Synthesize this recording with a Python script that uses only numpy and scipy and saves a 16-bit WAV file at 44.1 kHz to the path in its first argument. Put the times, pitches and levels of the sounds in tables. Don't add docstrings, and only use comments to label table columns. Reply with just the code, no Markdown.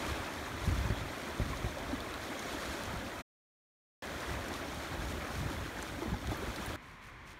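import sys
import numpy as np
from scipy import signal
from scipy.fft import rfft, irfft, next_fast_len
from scipy.io import wavfile
from scipy.ndimage import map_coordinates

SR = 44100
rng = np.random.default_rng(int(sys.argv[2]) if len(sys.argv) > 2 else 0)


def dump(signal):
    limited = np.clip(np.atleast_2d(signal).T, -1, 1)
    pcm = np.round(limited * 32767).astype(np.int16)
    wavfile.write(sys.argv[1], SR, pcm)


N = 326075
T = np.arange(N) / SR
CUT_S = 6.76


def rush(level_db):
    # frequency in Hz, relative level in dB.
    tone = [(150, -35), (330, 5), (470, 0.5), (600, 2.5), (780, -1), (1000, -0.5), (1650, -1.5), (2300, -5),
            (3400, -10.5), (4500, -21.5), (7000, -19), (16000, -41.5)]
    near = bubbles(count=7000, low_hz=500, high_hz=4500, cycles=30, spread=1.9, rise=.06, samples=1800)
    wash = amp(7) * rng.standard_normal(N)
    return coloured(near + wash, tone) * amp(level_db + 2 + .45 * wobble(22))


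def spray(level_db):
    # frequency in Hz, relative level in dB.
    tone = [(1200, -8), (2500, 4), (3500, 2), (6300, -4.5), (8500, -8), (11500, -10), (16000, -25)]
    crackle = bubbles(count=2500, low_hz=3500, high_hz=14000, cycles=2.5, spread=3.8, rise=.1,
                      samples=120)
    pings = bubbles(count=2500, low_hz=2800, high_hz=9000, cycles=60, spread=2.4, rise=.02, samples=1400)
    fizz = coloured(crackle + amp(-1) * pings + amp(8) * rng.standard_normal(N), tone)
    mist = filtered(fizz, lambda hz: 1 - 1 / (1 + (hz / 7000) ** 4))
    fineness = amp(.3 * (level_db - np.median(level_db)))
    return (fizz + (fineness - 1) * mist) * amp(level_db + 4 + 1.1 * wobble(30))


def churn(level_db):
    # frequency in Hz, relative level in dB.
    tone = [(15, -40.5), (30, -14.5), (50, -1.5), (70, 1.5), (110, -4.5), (170, -11), (280, -19.5),
            (600, -53.5)]
    return coloured(rng.standard_normal(N), tone) * amp(level_db + 3.2 * wobble(13))


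def slosh(level_db):
    # frequency in Hz, relative level in dB.
    tone = [(70, -22), (140, -5), (210, 0.5), (290, 4.5), (370, -2.5), (460, -8), (800, -27.5)]
    glugs = bubbles(count=600, low_hz=121.4, high_hz=606, cycles=11, spread=2.5, rise=.2, samples=3500)
    return coloured(glugs + amp(17.5) * rng.standard_normal(N), tone) * amp(level_db)


def water_levels():
    # time in seconds, level in dB.
    flow = [(0, -42.5), (.1, -42), (.55, -45.5), (.72, -44.5), (1.0, -45), (2.2, -45.5), (2.33, -43.4),
            (2.57, -43.5), (3.05, -46), (4.04, -45.2), (4.27, -43.5), (4.45, -45), (5.5, -45.5), (6.0, -47),
            (6.21, -50), (6.32, -46.5), (6.76, -45)]
    # time of the peak in seconds, length in seconds, churn in dB, spray in dB.
    strokes = [(0.074, .12, -47, -52), (0.748, 0.37, -40.5, -58), (1.544, 0.21, -42.5, -68.5),
               (2.7, 0.31, -70, -52.5), (4.309, 0.11, -42, -57), (4.56, 0.077, -44, -54),
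               (4.77, .1, -51, -58), (5.086, .18, -43, -56.5), (5.37, .12, -44.5, -54),
               (5.516, 0.15, -41, -65.5), (5.832, .08, -50, -59), (6.326, 0.22, -41, -63.5),
               (6.567, 0.16, -61, -58.5)]
    calm_flow_db, calm_spray_db, calm_churn_db, calm_slosh_db = -45.5, -55.5, -49.5, -49.5
    flow_db = np.interp(T, *np.transpose(flow))
    surge_db = flow_db - calm_flow_db
    spray_power = amp(calm_spray_db + .7 * surge_db) ** 2
    stirred = np.zeros(N)
    for peak, length, churn_db, spray_db in strokes:
        swell = np.exp(-(2 * (T - peak) / length) ** 2)
        stirred += amp(churn_db) ** 2 * swell
        spray_power += amp(spray_db) ** 2 * swell
    churn_power = amp(calm_churn_db) ** 2 + stirred
    build_up_db = .32 * T
    slosh_power = amp(calm_slosh_db + .6 * surge_db + build_up_db) ** 2 + amp(-14) ** 2 * stirred
    return flow_db, *(10 * np.log10([spray_power, churn_power, slosh_power]))


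def bumps():
    # time in seconds, relative level in dB, contact time in seconds.
    blows = [(.676, -21.5, .004), (0.778, -27, 0.0051), (.854, -25, .003), (.903, -19, 0.002),
             (1.399, -18.5, 0.00092), (1.502, -30, 0.012), (1.644, -22.5, 0.0011), (2.966, -32.5, 0.018),
             (4.374, -33, 0.0056), (5.46, -31, 0.0061), (6.08, -29, 0.0036), (6.125, -25, 0.0034),
             (6.255, -40, 0.0073), (6.292, -27, 0.0059), (6.481, -31, .005), (6.678, -32, 0.0052)]
    # pitch in Hz, relative level in dB, seconds to fade by 60 dB.
    shell_notes = [(71.6, 2.5, 0.03), (104, -4.5, 0.11), (148.5, -2.5, 0.06), (224, -4, 0.082),
                   (393, -2, 0.036), (580, 0, 0.028)]
    out, t = np.zeros(N), np.arange(SR // 5) / SR
    bass_cut = signal.butter(2, 55, "high", fs=SR, output="sos")
    settling = [(start + .01714, db - 5, .008) for start, db, _ in blows]
    for start, db, contact in blows + settling:
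        ring = np.zeros(len(t))
        for hz, note_db, fade_s in shell_notes:
            fade = amp(note_db + rng.normal(0, 1) - 60 * t / fade_s)
            ring += fade * np.sin(2 * np.pi * hz * (1 + rng.normal(0, .033)) * t)
        push = t * np.exp(-5 * t / contact)
        thud = signal.sosfilt(bass_cut, signal.fftconvolve(ring, push)[:len(t)])
        add(out, start - contact / 4, amp(db - 2.5) * thud / np.abs(thud).max())
    return out


def gulps():
    # start in seconds, level in dB, starting pitch in Hz, splash level in dB.
    pockets = [(1.529, -35.5, 1080, -57), (1.768, -35.5, 566, -45), (1.928, -29, 273, -40),
               (2.933, -35, 180, -40.5), (5.505, -34, 285, -59), (5.822, -40, 887, -42),
               (6.019, -31, 347, -34.5), (6.057, -35, 230, -41), (6.116, -27.5, 180, -52),
               (6.136, -37, 855, -43), (6.314, -30, 310, -32.5), (6.42, -37.5, 390, -41),
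               (6.696, -41, 298, -41)]
    # frequency in Hz, relative level in dB.
    splash_tone = [(120, -21), (300, 6), (650, 1), (1050, -2), (1600, -29), (4000, -28), (12000, -31.5)]
    glide_octaves = -.072
    notes, splashing, t = np.zeros(N), np.zeros(N), np.arange(SR // 8) / SR
    for start, db, hz, splash_db in pockets:
        life_s = .029 * (300 / hz) ** .22
        age = t / (.25 * life_s)
        swell = (age * np.exp(1 - age)) ** 2
        pitch_hz = hz * 2 ** (glide_octaves * np.minimum(t / life_s, 1))
        add(notes, start, amp(db) * swell * np.sin(2 * np.pi * np.cumsum(pitch_hz) / SR))
        add(splashing, start, amp(splash_db - 60 * t / .1) * (1 - np.exp(-t / .0015)))
    return notes + splashing * coloured(rng.standard_normal(N), splash_tone)


def drops():
    # time in seconds, relative level in dB, pitch in Hz.
    large_drops = [(.082, -38, 6700), (.098, -30, 4200), (.788, -33, 4600), (2.005, -28.5, 3400),
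                   (2.141, -28.5, 3800), (2.394, -29.5, 6340), (4.485, -31, 7430), (4.540, -28.5, 3850),
                   (4.746, -39, 7300), (5.827, -29.5, 7150), (6.273, -29, 4020), (6.372, -40, 12100),
                   (6.562, -28.5, 4140), (6.663, -29.5, 10800)]
    small_drops = [(CUT_S * when, -44.5 + 6 * (2 * strength - 1), 4970 * 2 ** (pitch - .5))
                   for when, strength, pitch in rng.random((14, 3))]
    out, t = np.zeros(N), np.arange(SR // 30) / SR

    def ping(hz):
        return np.sin(2 * np.pi * min(hz, SR / 3) * t * (1 + 3 * t)) * amp(-60 * t / .013)

    for start, db, hz in large_drops + small_drops:
        band = signal.butter(1, [hz * .75, min(hz * 1.4, SR / 3)], "band", fs=SR, output="sos")
        splat = unit(signal.sosfilt(band, rng.standard_normal(len(t)))) * amp(-60 * t / .011)
        add(out, start - .001, amp(db) * (.33 * splat + .45 * ping(hz)))
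        for delay, detune in rng.random((3, 2)):
            add(out, start + .0078 * delay, amp(db - 16.5) * ping(hz * 2 ** (detune - .5)))
    return out


def sandals():
    # start in seconds, length in seconds, level in dB.
    scuffs = [(6.81, 0.13, -65.5), (7.01, .08, -62), (7.252, 0.068, -59)]
    # frequency in Hz, relative level in dB.
    tone = [(1200, -27), (2500, 10), (3500, 2.5), (6300, 0), (8500, -2.5), (11500, -5), (16000, -14)]
    rise_s, fade_s, hiss_db = .019, .15, -89
    rubbing = np.zeros(N)
    for start, length, db in scuffs:
        fade_db = 60 * np.maximum(T - start - length, 0) / fade_s
        rubbing += amp(db - fade_db) * np.clip((T - start) / rise_s, 0, 1)
    grit = bubbles(count=3000, low_hz=2500, high_hz=14100, cycles=1.6, spread=1, rise=0, samples=100)
    return coloured(grit + rng.standard_normal(N), tone) * (rubbing + amp(hiss_db))


def traffic():
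    # frequency in Hz, relative level in dB.
    tone = [(20, -18), (45, 1.5), (130, -0.5), (200, -9.5), (260, -7), (450, -14), (800, -14.5),
            (1020, -7.5), (1350, -12), (2000, -9), (2700, -14), (4500, -27.5), (9000, -38.5), (16000, -48)]
    return amp(-51) * coloured(rng.standard_normal(N), tone)


def bubbles(count, low_hz, high_hz, cycles, spread, rise, samples):
    when, pitch, strength, life = rng.random((count, 4)).T[:, :, None]
    hz = low_hz * (high_hz / low_hz) ** pitch
    t = np.arange(samples) / SR
    age = np.minimum(t * hz / (cycles * (.5 + life)), 2)
    gain = hz * amp(-spread * np.log(1 - .99 * strength))
    notes = gain * amp(-40 * age) * np.sin(2 * np.pi * hz * t * (1 + rise * age / 2))
    positions = (when * N).astype(int) + np.arange(samples)
    return unit(np.bincount(positions.ravel(), notes.ravel(), N)[:N])


def amp(db):
    return 10 ** (np.asarray(db) / 20)


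def unit(sound):
    return sound / np.sqrt(np.mean(sound ** 2) + 1e-20)


def wobble(rate):
    return map_coordinates(rng.standard_normal(int(N * rate / SR) + 4), [T * rate])


def filtered(sound, gain_at):
    size = next_fast_len(N + SR // 2)
    return irfft(rfft(sound, size) * gain_at(np.fft.rfftfreq(size, 1 / SR)), size)[:N]


def coloured(sound, tone):
    tone_hz, tone_db = np.transpose(tone)
    return unit(filtered(sound, lambda hz: amp(np.interp(np.log(hz + 1), np.log(tone_hz), tone_db))))


def add(track, start, sound):
    part = track[max(round(start * SR), 0):][:len(sound)]
    part += sound[:len(part)]


def scene():
    mute_start_s, mute_end_s = 3.222, 4.023
    rush_db, spray_db, churn_db, slosh_db = water_levels()
    water = rush(rush_db) + spray(spray_db) + churn(churn_db) + slosh(slosh_db)
    slide = water + bumps() + gulps() + drops()
    heard = np.clip((mute_start_s - T) / .012, 0, 1) + (T >= mute_end_s)
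    terrace = sandals() + traffic()
    return np.where(T < CUT_S, slide * heard, terrace)[None]


def record(dry):
    # centre in Hz, width in Hz, depth from 0 to 1.
    dips = [(2824, 620, 0.47), (4930, 340, 0.39), (7740, 900, 0.31), (10530, 750, 0.46)]
    top_hz = 15700

    def gain_at(hz):
        dip_gains = [1 - depth / (1 + (2 * (hz - centre) / width) ** 2) for centre, width, depth in dips]
        return np.prod(dip_gains, axis=0) / (1 + (hz / top_hz) ** 400)

    return filtered(dry[0], gain_at)[None]


dry = scene()
out = record(dry)
dump(out)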